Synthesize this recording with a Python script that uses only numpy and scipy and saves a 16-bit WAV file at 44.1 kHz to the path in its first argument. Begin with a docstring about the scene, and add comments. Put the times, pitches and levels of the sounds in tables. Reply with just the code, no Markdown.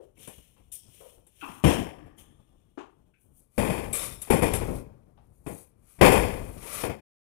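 """Heavy steps on an old corrugated metal roof, heard from the roof itself in the open air, with knocks.
Each blow snaps a sheet through (a damped swing), rings its modes and makes it chatter (coloured clicks).
Battens and loose metal knock (clicks through resonances); rusty laps scrape and sizzle (swelling clicks).
The roof frame rumbles underneath (coloured noise that sways and dips under footfalls).
The sound sits far to the left; the right side is faint, dull and slightly late."""
import sys
import numpy as np
from scipy import signal
from scipy.fft import rfft, irfft
from scipy.io import wavfile

SR = 44100
rng = np.random.default_rng(int(sys.argv[2]) if len(sys.argv) > 2 else 0)


def wav_out(sig):
    """Save sig, one row per channel (or a flat mono array), as 16-bit PCM at SR to the path in sys.argv[1]."""
    wavfile.write(sys.argv[1], SR, np.round(np.clip(np.atleast_2d(sig).T, -1, 1) * 32767).astype(np.int16))


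N = 322812
T = np.arange(N) / SR  # time [s]
NEXT_SHEET_S = 3.4  # the walker moves on to a duller sheet


def undb(db):
    """Level to amplitude: 20 dB is a factor of ten."""
    return 10 ** (np.asarray(db) / 20)


def unit(x):
    """Normalise the mean power: scale to rms 1."""
    return x / np.sqrt(np.mean(x ** 2) + 1e-18)


def response(points, size=4096):
    """Minimum phase: a folded cepstrum gives the causal impulse response of a (Hz, dB) colour."""
    hz, db = np.transpose(points)
    grid = np.maximum(np.arange(size // 2 + 1) * SR / size, 1)
    level_db = np.interp(np.log(grid), np.log(hz), db)
    cepstrum = irfft(np.log(undb(level_db)))
    cepstrum[1:size // 2] *= 2
    cepstrum[size // 2 + 1:] = 0
    return irfft(np.exp(rfft(cepstrum)))


def colour(x, points):
    """Linear filtering of a white excitation by a unit-energy response, which keeps its power."""
    h = response(points)
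    return signal.oaconvolve(x, h / np.linalg.norm(h))[:len(x)]


def underfoot(x, first, second):
    """Excitation and resonator: x takes the colour of whichever sheet the walker is on."""
    on_first = colour(x * (T < NEXT_SHEET_S), first)
    on_second = colour(x * (T >= NEXT_SHEET_S), second)
    return on_first + on_second


def walk(rate, size):
    """Slow random modulation: straight lines between random knots, rate per second, spread near 1."""
    knots = rng.standard_normal(4096)
    return 1.2 * np.interp(np.arange(size) * rate / SR, np.arange(len(knots)), knots)


def contacts(per_s, spread_db, size):
    """Random impact process: tiny metal-to-metal clicks of uneven strength, rms 1."""
    hit = rng.random(size) < per_s / SR
    strength_db = spread_db * np.minimum(rng.exponential(size=size), 4)
    return unit(hit * rng.standard_normal(size) * undb(strength_db))


def add(track, s, x):
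    """Superposition: mix x into the track from time s."""
    start = max(int(s * SR), 0)
    track[start:start + len(x)] += x[:N - start]


def ribs(x, t60, wet_db):
    """Scattering between ribs and edges: a short dense ring makes every click tinny."""
    t = T[:SR // 4]
    h = rng.standard_normal(len(t)) * undb(-60 * t / t60)
    h *= undb(wet_db) / np.linalg.norm(h)  # scattered energy relative to the direct click
    h[0] += 1
    return signal.oaconvolve(x, h / np.linalg.norm(h))[:N]


def effort(s, build_s, hold_s, t60):
    """Envelope of muscular force: a pull or heave from time s builds up, tires in the hold, dies away."""
    swell_db, tire_db_per_s = 25.5, 9.5
    t = T - s
    building = swell_db * np.minimum(t / build_s - 1, 0)
    tiring = tire_db_per_s * np.clip(t - build_s, 0, hold_s)
    released = 60 * np.maximum(t - build_s - hold_s, 0) / t60
    return (t >= 0) * undb(building - tiring - released)


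def resonance(x, hz, q):
    """Modal crowding: two equal resonators in series make a steep band, rms 1."""
    b, a = signal.iirpeak(hz, q, fs=SR)
    once = signal.lfilter(b, a, x)
    return unit(signal.lfilter(b, a, once))


def knocks():
    """Forced resonance: battens and loose metal rattle briefly in their own hollow resonances."""
    # knocks and clinks, three resonances each: (time [s], t60 [s], sharpness Q of each resonator,
    # frequency [Hz], level [dB], frequency [Hz], level [dB], frequency [Hz], level [dB])
    knock_table = [(0.0, 0.34, 3.4, 402, -50, 485, -51, 794, -91),
                   (0.165, 0.11, 9.5, 2300, -60, 2550, -67, 3100, -75),
                   (0.563, 0.28, 2.5, 484, -67.5, 920, -67, 2450, -69),
                   (1.004, 0.57, 3.6, 500, -50, 604, -60.5, 910, -61),
                   (1.41, 0.46, 7.1, 1410, -51, 2640, -44.5, 3000, -58),
                   (1.423, 0.76, 2.6, 277, -47, 860, -58, 1025, -43.5),
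                   (0.719, 0.98, 4.5, 3220, -65, 5630, -62, 8650, -57),
                   (1.64, 0.66, 4.4, 306, -29, 694, -31, 985, -34.5),
                   (1.985, 1.1, 6.1, 295, -57.5, 1170, -66.5, 1750, -67),
                   (2.179, 0.47, 8.5, 1128, -77, 3157, -63, 6530, -68),
                   (2.199, 2, 13, 1190, -80, 3430, -78.5, 9260, -78),
                   (2.774, 0.32, 2.26, 335, -38.5, 843, -43.5, 1030, -47),
                   (2.781, 0.29, 3, 1460, -72, 2740, -54.5, 6430, -66),
                   (3.136, 0.32, 6.4, 1535, -76, 2420, -71, 2620, -87),
                   (3.929, 0.27, 15, 2334, -40, 4000, -68, 8120, -30),
                   (3.99, 0.67, 11, 2500, -53, 3660, -49, 5360, -53),
                   (5.174, 0.28, 2.3, 778, -59, 1040, -73.5, 2640, -74)]
    out, t = np.zeros(N), T[:SR]
    for s, t60, q, *bands in knock_table:
        rattle = contacts(6000, 0, len(t))
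        body = np.zeros(len(t))
        for hz, db in zip(bands[::2], bands[1::2]):
            body += undb(db) * resonance(rattle, hz, q)
        onset = 1 - np.exp(-t / 0.0019)
        add(out, s, body * undb(-60 * t / t60) * onset)
    return out


def scrapes():
    """Stick-slip friction: rust grains catch in the laps and the sheet rasps; one pull drives both."""
    # one sheet dragged over another: (time [s], build-up [s], hold [s], release t60 [s],
    # hiss of rust [dB], rasp of the metal [dB])
    slides = [(0, 0.011, 0.017, .3, -77, -74.5), (0.154, 0.062, 0.019, 1, -53.5, -54.5),
              (0.715, 0.01, 0.032, 0.19, -41.5, -61), (0.754, .19, 0.16, 0.47, -59, -63.5),
              (1.26, 0.17, 0.15, 0.25, -57.5, -60), (1.627, 0.02, 0.1, 0.36, -46, -38.5),
              (2.165, 0.024, 0.011, 0.22, -55, -60.5), (2.3, 0.094, 0.42, .9, -87.5, -82),
              (3.17, 0.042, .01, 0.59, -71, -95), (3.295, 0.079, 0.019, 0.28, -62.5, -88),
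              (3.496, 0.096, 0.35, 0.34, -55.5, -66.5), (3.929, 0.014, .11, 0.4, -37.5, -41.5),
              (4.136, 0.093, .1, 0.47, -52.5, -58.5), (4.42, 0.12, 0.035, 0.39, -59.5, -43),
              (4.524, 0.079, 0.18, 0.19, -51, -57), (5.1, 0.26, .08, .3, -75.5, -94),
              (5.439, 0.045, 0.13, 0.22, -52, -69.5), (5.766, 0.14, 0.062, .5, -60.5, -69),
              (6.1, .2, 0.18, 0.83, -54.5, -65), (6.517, 0.23, 0.088, 0.23, -38, -41)]
    # dry rust powder sliding in a lap, first and next sheet: (frequency [Hz], density [dB per Hz])
    first_hiss = [(2000, -45.5), (4600, -28.5), (5800, -15.5), (7500, -11), (9000, 0), (10300, 2.5),
                  (12000, -2.5), (13300, -8), (15000, -7)]
    next_hiss = [(2000, -31), (5000, -21.5), (7000, -14.5), (8300, -8.5), (9600, -5), (10700, -0.5),
                 (11900, -7.5), (13200, -12), (15500, -22)]
    # metallic rasp; the first sheet sings near 3 kHz: (frequency [Hz], density [dB per Hz])
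    first_rasp = [(150, -22.5), (450, 1), (1000, -17.5), (1900, -9), (2500, -0.5), (3150, 2), (3800, -6),
                  (4700, -17), (5600, -6.5), (7500, -9), (9200, -5.5), (10500, -13), (15000, -17.5)]
    next_rasp = [(150, -12), (500, 5), (800, -5), (1150, 2), (1700, -5), (2400, 2.5), (2800, -4),
                 (3400, -5), (4600, -10.5), (5600, -6.5), (9000, -26.5)]
    creep_hiss_db, creep_rasp_db = -87.5, -88  # the laps never lie quite still
    hiss_gain, rasp_gain = undb(creep_hiss_db), undb(creep_rasp_db)
    for s, build_s, hold_s, t60, hiss_db, rasp_db in slides:
        pull = effort(s, build_s, hold_s, t60)
        hiss_gain = np.hypot(hiss_gain, undb(hiss_db) * pull)  # powers add
        rasp_gain = np.hypot(rasp_gain, undb(rasp_db) * pull)
    grip_db = walk(60, N)
    hiss = underfoot(contacts(11000, 2.7, N), first_hiss, next_hiss)
    hiss = ribs(hiss, t60=0.014, wet_db=2.0)
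    rasp = underfoot(contacts(5000, 1.4, N), first_rasp, next_rasp)
    rasp = ribs(rasp, t60=0.12, wet_db=-5.5)
    return (hiss * hiss_gain + rasp * rasp_gain) * undb(grip_db)


def frame():
    """Low-frequency structural vibration: the frame rumbles in slow lumps and gives under footfalls."""
    # the walker's weight sets the frame swaying:
    # (time [s], build-up [s], hold [s], release t60 [s], level [dB])
    heaves = [(0.682, .16, .1, 0.65, -63), (1.63, .08, .35, 2, -57.5), (3.551, .08, 0.53, .5, -42.5),
              (4.26, 0.15, 0.36, 0.68, -36), (4.897, 0.18, .7, 1.5, -63.5), (5.98, .06, .12, 1.04, -27),
              (6.649, 0.12, 0.084, 0.22, -51.5)]
    # soft footfalls that only flex the roof: (time [s], level [dB])
    footfalls = [(0.378, -52), (.598, -58.5), (0.879, -63), (1.174, -56), (2.21, -74), (2.395, -55.5),
                 (3.241, -71), (3.405, -73), (4.87, -62), (6.409, -37), (6.487, -44), (6.561, -42.5)]
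    # colour of the rumble: (frequency [Hz], density [dB per Hz])
    frame_colour = [(12, -22.5), (25, -2.5), (38, 3.5), (80, 1.5), (130, -1), (210, -6.5), (300, -9.5),
                    (500, -15), (1000, -23.5), (3000, -50)]
    rest_db = -66.5  # rumble between heaves
    sole_settle_s = 0.0067  # a footfall's load peaks after this time
    sway = undb(rest_db)
    for s, build_s, hold_s, t60, db in heaves:
        sway = np.hypot(sway, undb(db) * effort(s, build_s, hold_s, t60))
    load = sway * undb(2.7 * walk(22, N))
    t = T[:SR // 4] / sole_settle_s
    for s, db in footfalls:
        add(load, s, undb(db) * t * np.exp(1 - t))
    return colour(rng.standard_normal(N), frame_colour) * load


def ring(t, t60, detune):
    """Modal superposition: each blow lands elsewhere and weights the sheet's strong modes anew."""
    # ringing of a sheet: (frequency [Hz], level [dB], longest t60 [s])
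    sheet_modes = [(212, -1, .8), (449, -2, .45), (480, 1, .85), (715, -7, .7), (788, -3, .75),
                   (844, -7, .7), (990, -7, .9), (1060, -6, .8), (1278, -8, .6), (1426, -9, .7),
                   (1857, -13, .8), (1918, -13, .7), (2160, -13, .55), (2238, -13, .5), (2330, -12, .6),
                   (2456, -13, .6), (2519, -12, .6), (2567, -12, .55)]
    hz, db, own_t60 = np.transpose(sheet_modes)[:, :, None]
    level_chance, pitch_chance, sign_chance = rng.standard_normal((len(hz), 3)).T[:, :, None]
    gain = undb(db + 2 * level_chance)
    waves = np.sin(2 * np.pi * hz * (1 + detune * pitch_chance) * t) * np.sign(sign_chance)
    decay = undb(-60 * t / np.minimum(own_t60, 0.82 * t60))
    return np.sum(gain * waves * decay, axis=0) / np.sqrt(np.sum(gain ** 2) / 2)


def buckle(t, hz, cycles):
    """Snap-through instability: the sheet gives one heavily damped swing."""
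    return -np.sin(2 * np.pi * hz * t) * np.exp(-t * hz / cycles)


def blows():
    """Impact excitation: each blow snaps a sheet through, booms and leaves it chattering on its laps."""
    # blows on the sheets close by: (time [s], deep flex [dB], boom [dB], clang [dB],
    # rust sizzle [dB], nominal ring t60 [s])
    blow_table = [(0.173, -62.5, -66, -82, -63, 1), (0.275, -49.5, -46.5, -51.5, -44.5, 0.21),
                  (0.717, -91, -81, -80, -44.5, 0.22), (1.266, -73, -68, -72, -57, 0.15),
                  (1.485, -45.5, -65, -51.5, -76, 0.33), (1.639, -19.5, -24, -27, -37.5, 0.61),
                  (2.062, -47.5, -56, -73, -74, 0.19), (2.178, -58, -67, -67.5, -67.5, 0.79),
                  (3.579, -26.5, -26, -32, -38.5, 0.84), (3.699, -43, -33.5, -35.5, -44, 0.66),
                  (3.928, -69, -43, -68, -29, 0.58), (4.217, -57, -86, -60, -35.5, 0.16),
                  (4.274, -56, -47, -49, -64, 0.17), (4.302, -21, -20.5, -26.5, -31, 0.49),
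                  (4.422, -25.5, -23, -29, -33.5, 0.44), (4.535, -40.5, -35, -38, -26.5, 0.21),
                  (4.61, -48, -34, -45, -62, 0.55), (4.683, -33, -34.5, -61.5, -68, 0.45),
                  (5.464, -35.5, -37, -47.5, -50, 0.37), (5.989, -53, -50.5, -50.5, -64, 0.27),
                  (6.011, -18.5, -14, -19.5, -32.5, 0.74), (6.048, -32, -26, -21, -32.5, 0.59),
                  (6.118, -25.5, -24.5, -29.5, -32.5, 0.6), (6.627, -53.5, -49.5, -53, -52.5, 0.76),
                  (6.836, -30, -29, -33.5, -49.5, 0.32), (6.896, -31, -32, -41, -63.5, 0.17)]
    # colours of the flexing and the booming sheet: (frequency [Hz], density [dB per Hz])
    flex_colour = [(20, -14), (45, -9), (65, -0.5), (110, -0.5), (150, -0.5), (220, 0.5), (300, -2),
                   (450, -14), (1000, -50)]
    boom_colour = [(80, -21.5), (200, -13), (320, -5.5), (500, -1), (640, -8), (800, -15), (1100, -18.5),
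                   (2000, -52)]
    # clang of the brighter first sheet and of the next: (frequency [Hz], density [dB per Hz])
    first_clang = [(400, -27.5), (750, 2), (1050, 0.5), (1400, -1), (1900, -3.5), (2400, -6.5),
                   (3100, -4.5), (3700, -18.5), (4700, -25.5), (5500, -14.5), (6300, -24.5), (9000, -33)]
    next_clang = [(400, -26.5), (750, 0), (1050, 1.5), (1400, -4.5), (1700, -6.5), (2100, -5.5),
                  (2500, -5.5), (2800, -13.5), (3200, -12), (3900, -22.5), (5500, -21.5), (9000, -26.5)]
    # sizzle of shaken rust: (frequency [Hz], density [dB per Hz])
    sizzle_colour = [(1200, -47.5), (3200, -8.5), (4600, -18), (5600, -17.5), (6500, -14), (8200, 0.5),
                     (9400, 2.5), (10500, 3.5), (11500, 2.5), (12800, -14.5), (15500, -20.5)]
    thump_db = 11  # snap-through relative to the flex: deeper blows snap harder
    tones_db = -9.5  # strong modes relative to the boom
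    flex, boom, clang, sizzle, tones = np.zeros((5, N))
    t = T[:SR]
    snap = 1 + 0.27 * np.exp(-t / 0.00072)  # first contact is the hardest
    crack = 1 + 1.1 * np.exp(-t / 0.0012)  # rust cracks off at the first contact
    loose = 1 - np.exp(-t / 0.014)  # after the first push the sheet slaps in uneven bursts
    for s, flex_db, boom_db, clang_db, sizzle_db, t60 in blow_table:
        decay = undb(-60 * t / t60) * (1 - np.exp(-t / 0.0006))
        chatter_db = 1.5 * loose * walk(95, len(t))
        flex_gain = undb(flex_db + 3.2 * loose * walk(40, len(t))) * decay ** 1.115
        boom_gain = undb(boom_db + 0.32 * chatter_db) * decay
        clang_gain = undb(clang_db + chatter_db) * snap * decay ** 0.99
        sizzle_gain = undb(sizzle_db + 0.6 * chatter_db) * crack * decay ** 1.126
        add(flex, s, flex_gain * contacts(9000, 0, len(t)))
        add(boom, s, boom_gain * contacts(9000, 0, len(t)))
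        add(clang, s, clang_gain * contacts(7000, 1.8, len(t)))
        add(sizzle, s, sizzle_gain * contacts(12000, 1.3, len(t)))
        add(tones, s, undb(boom_db + tones_db) * ring(t, t60, detune=0.00052))
        thump_hz = 440 * np.exp(0.12 * rng.standard_normal())
        add(tones, s, undb(flex_db + thump_db) * buckle(t, thump_hz, cycles=0.34))
    clang = ribs(underfoot(clang, first_clang, next_clang), t60=0.0098, wet_db=-6.5)
    sizzle = ribs(colour(sizzle, sizzle_colour), t60=0.021, wet_db=4.5)
    return colour(flex, flex_colour) + colour(boom, boom_colour) + clang + sizzle + tones


def scene():
    """Interaural level and time difference: the roof on the left, a late, muffled share on the right."""
    # the right side relative to the left: (frequency [Hz], level [dB])
    right_colour = [(40, -6.5), (110, -14), (210, -12.5), (330, -21.5), (700, -22), (1290, -26),
                    (2380, -36), (4000, -45.5), (12000, -53.5)]
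    left_db, right_lag_s = 5, 0.00038
    left = undb(left_db) * (knocks() + scrapes() + frame() + blows())
    right = signal.oaconvolve(left, response(right_colour))[:N]
    return np.array([left, np.interp(T - right_lag_s, T, right)])


def record(dry):
    """Saturation and band limiting: peaks are rounded, the sound stops before the end, the top is cut."""
    end_s, top_hz = 7.0, 15550
    running = np.clip((end_s - T) / 0.01 + 1, 0, 1)  # fades over 10 ms from end_s
    rounded = dry / (1 + (dry / 0.9) ** 4) ** (1 / 4)
    low_pass = signal.ellip(10, 0.2, 70, top_hz, fs=SR, output="sos")
    return signal.sosfilt(low_pass, rounded * running)


dry = scene()
out = record(dry)
wav_out(out)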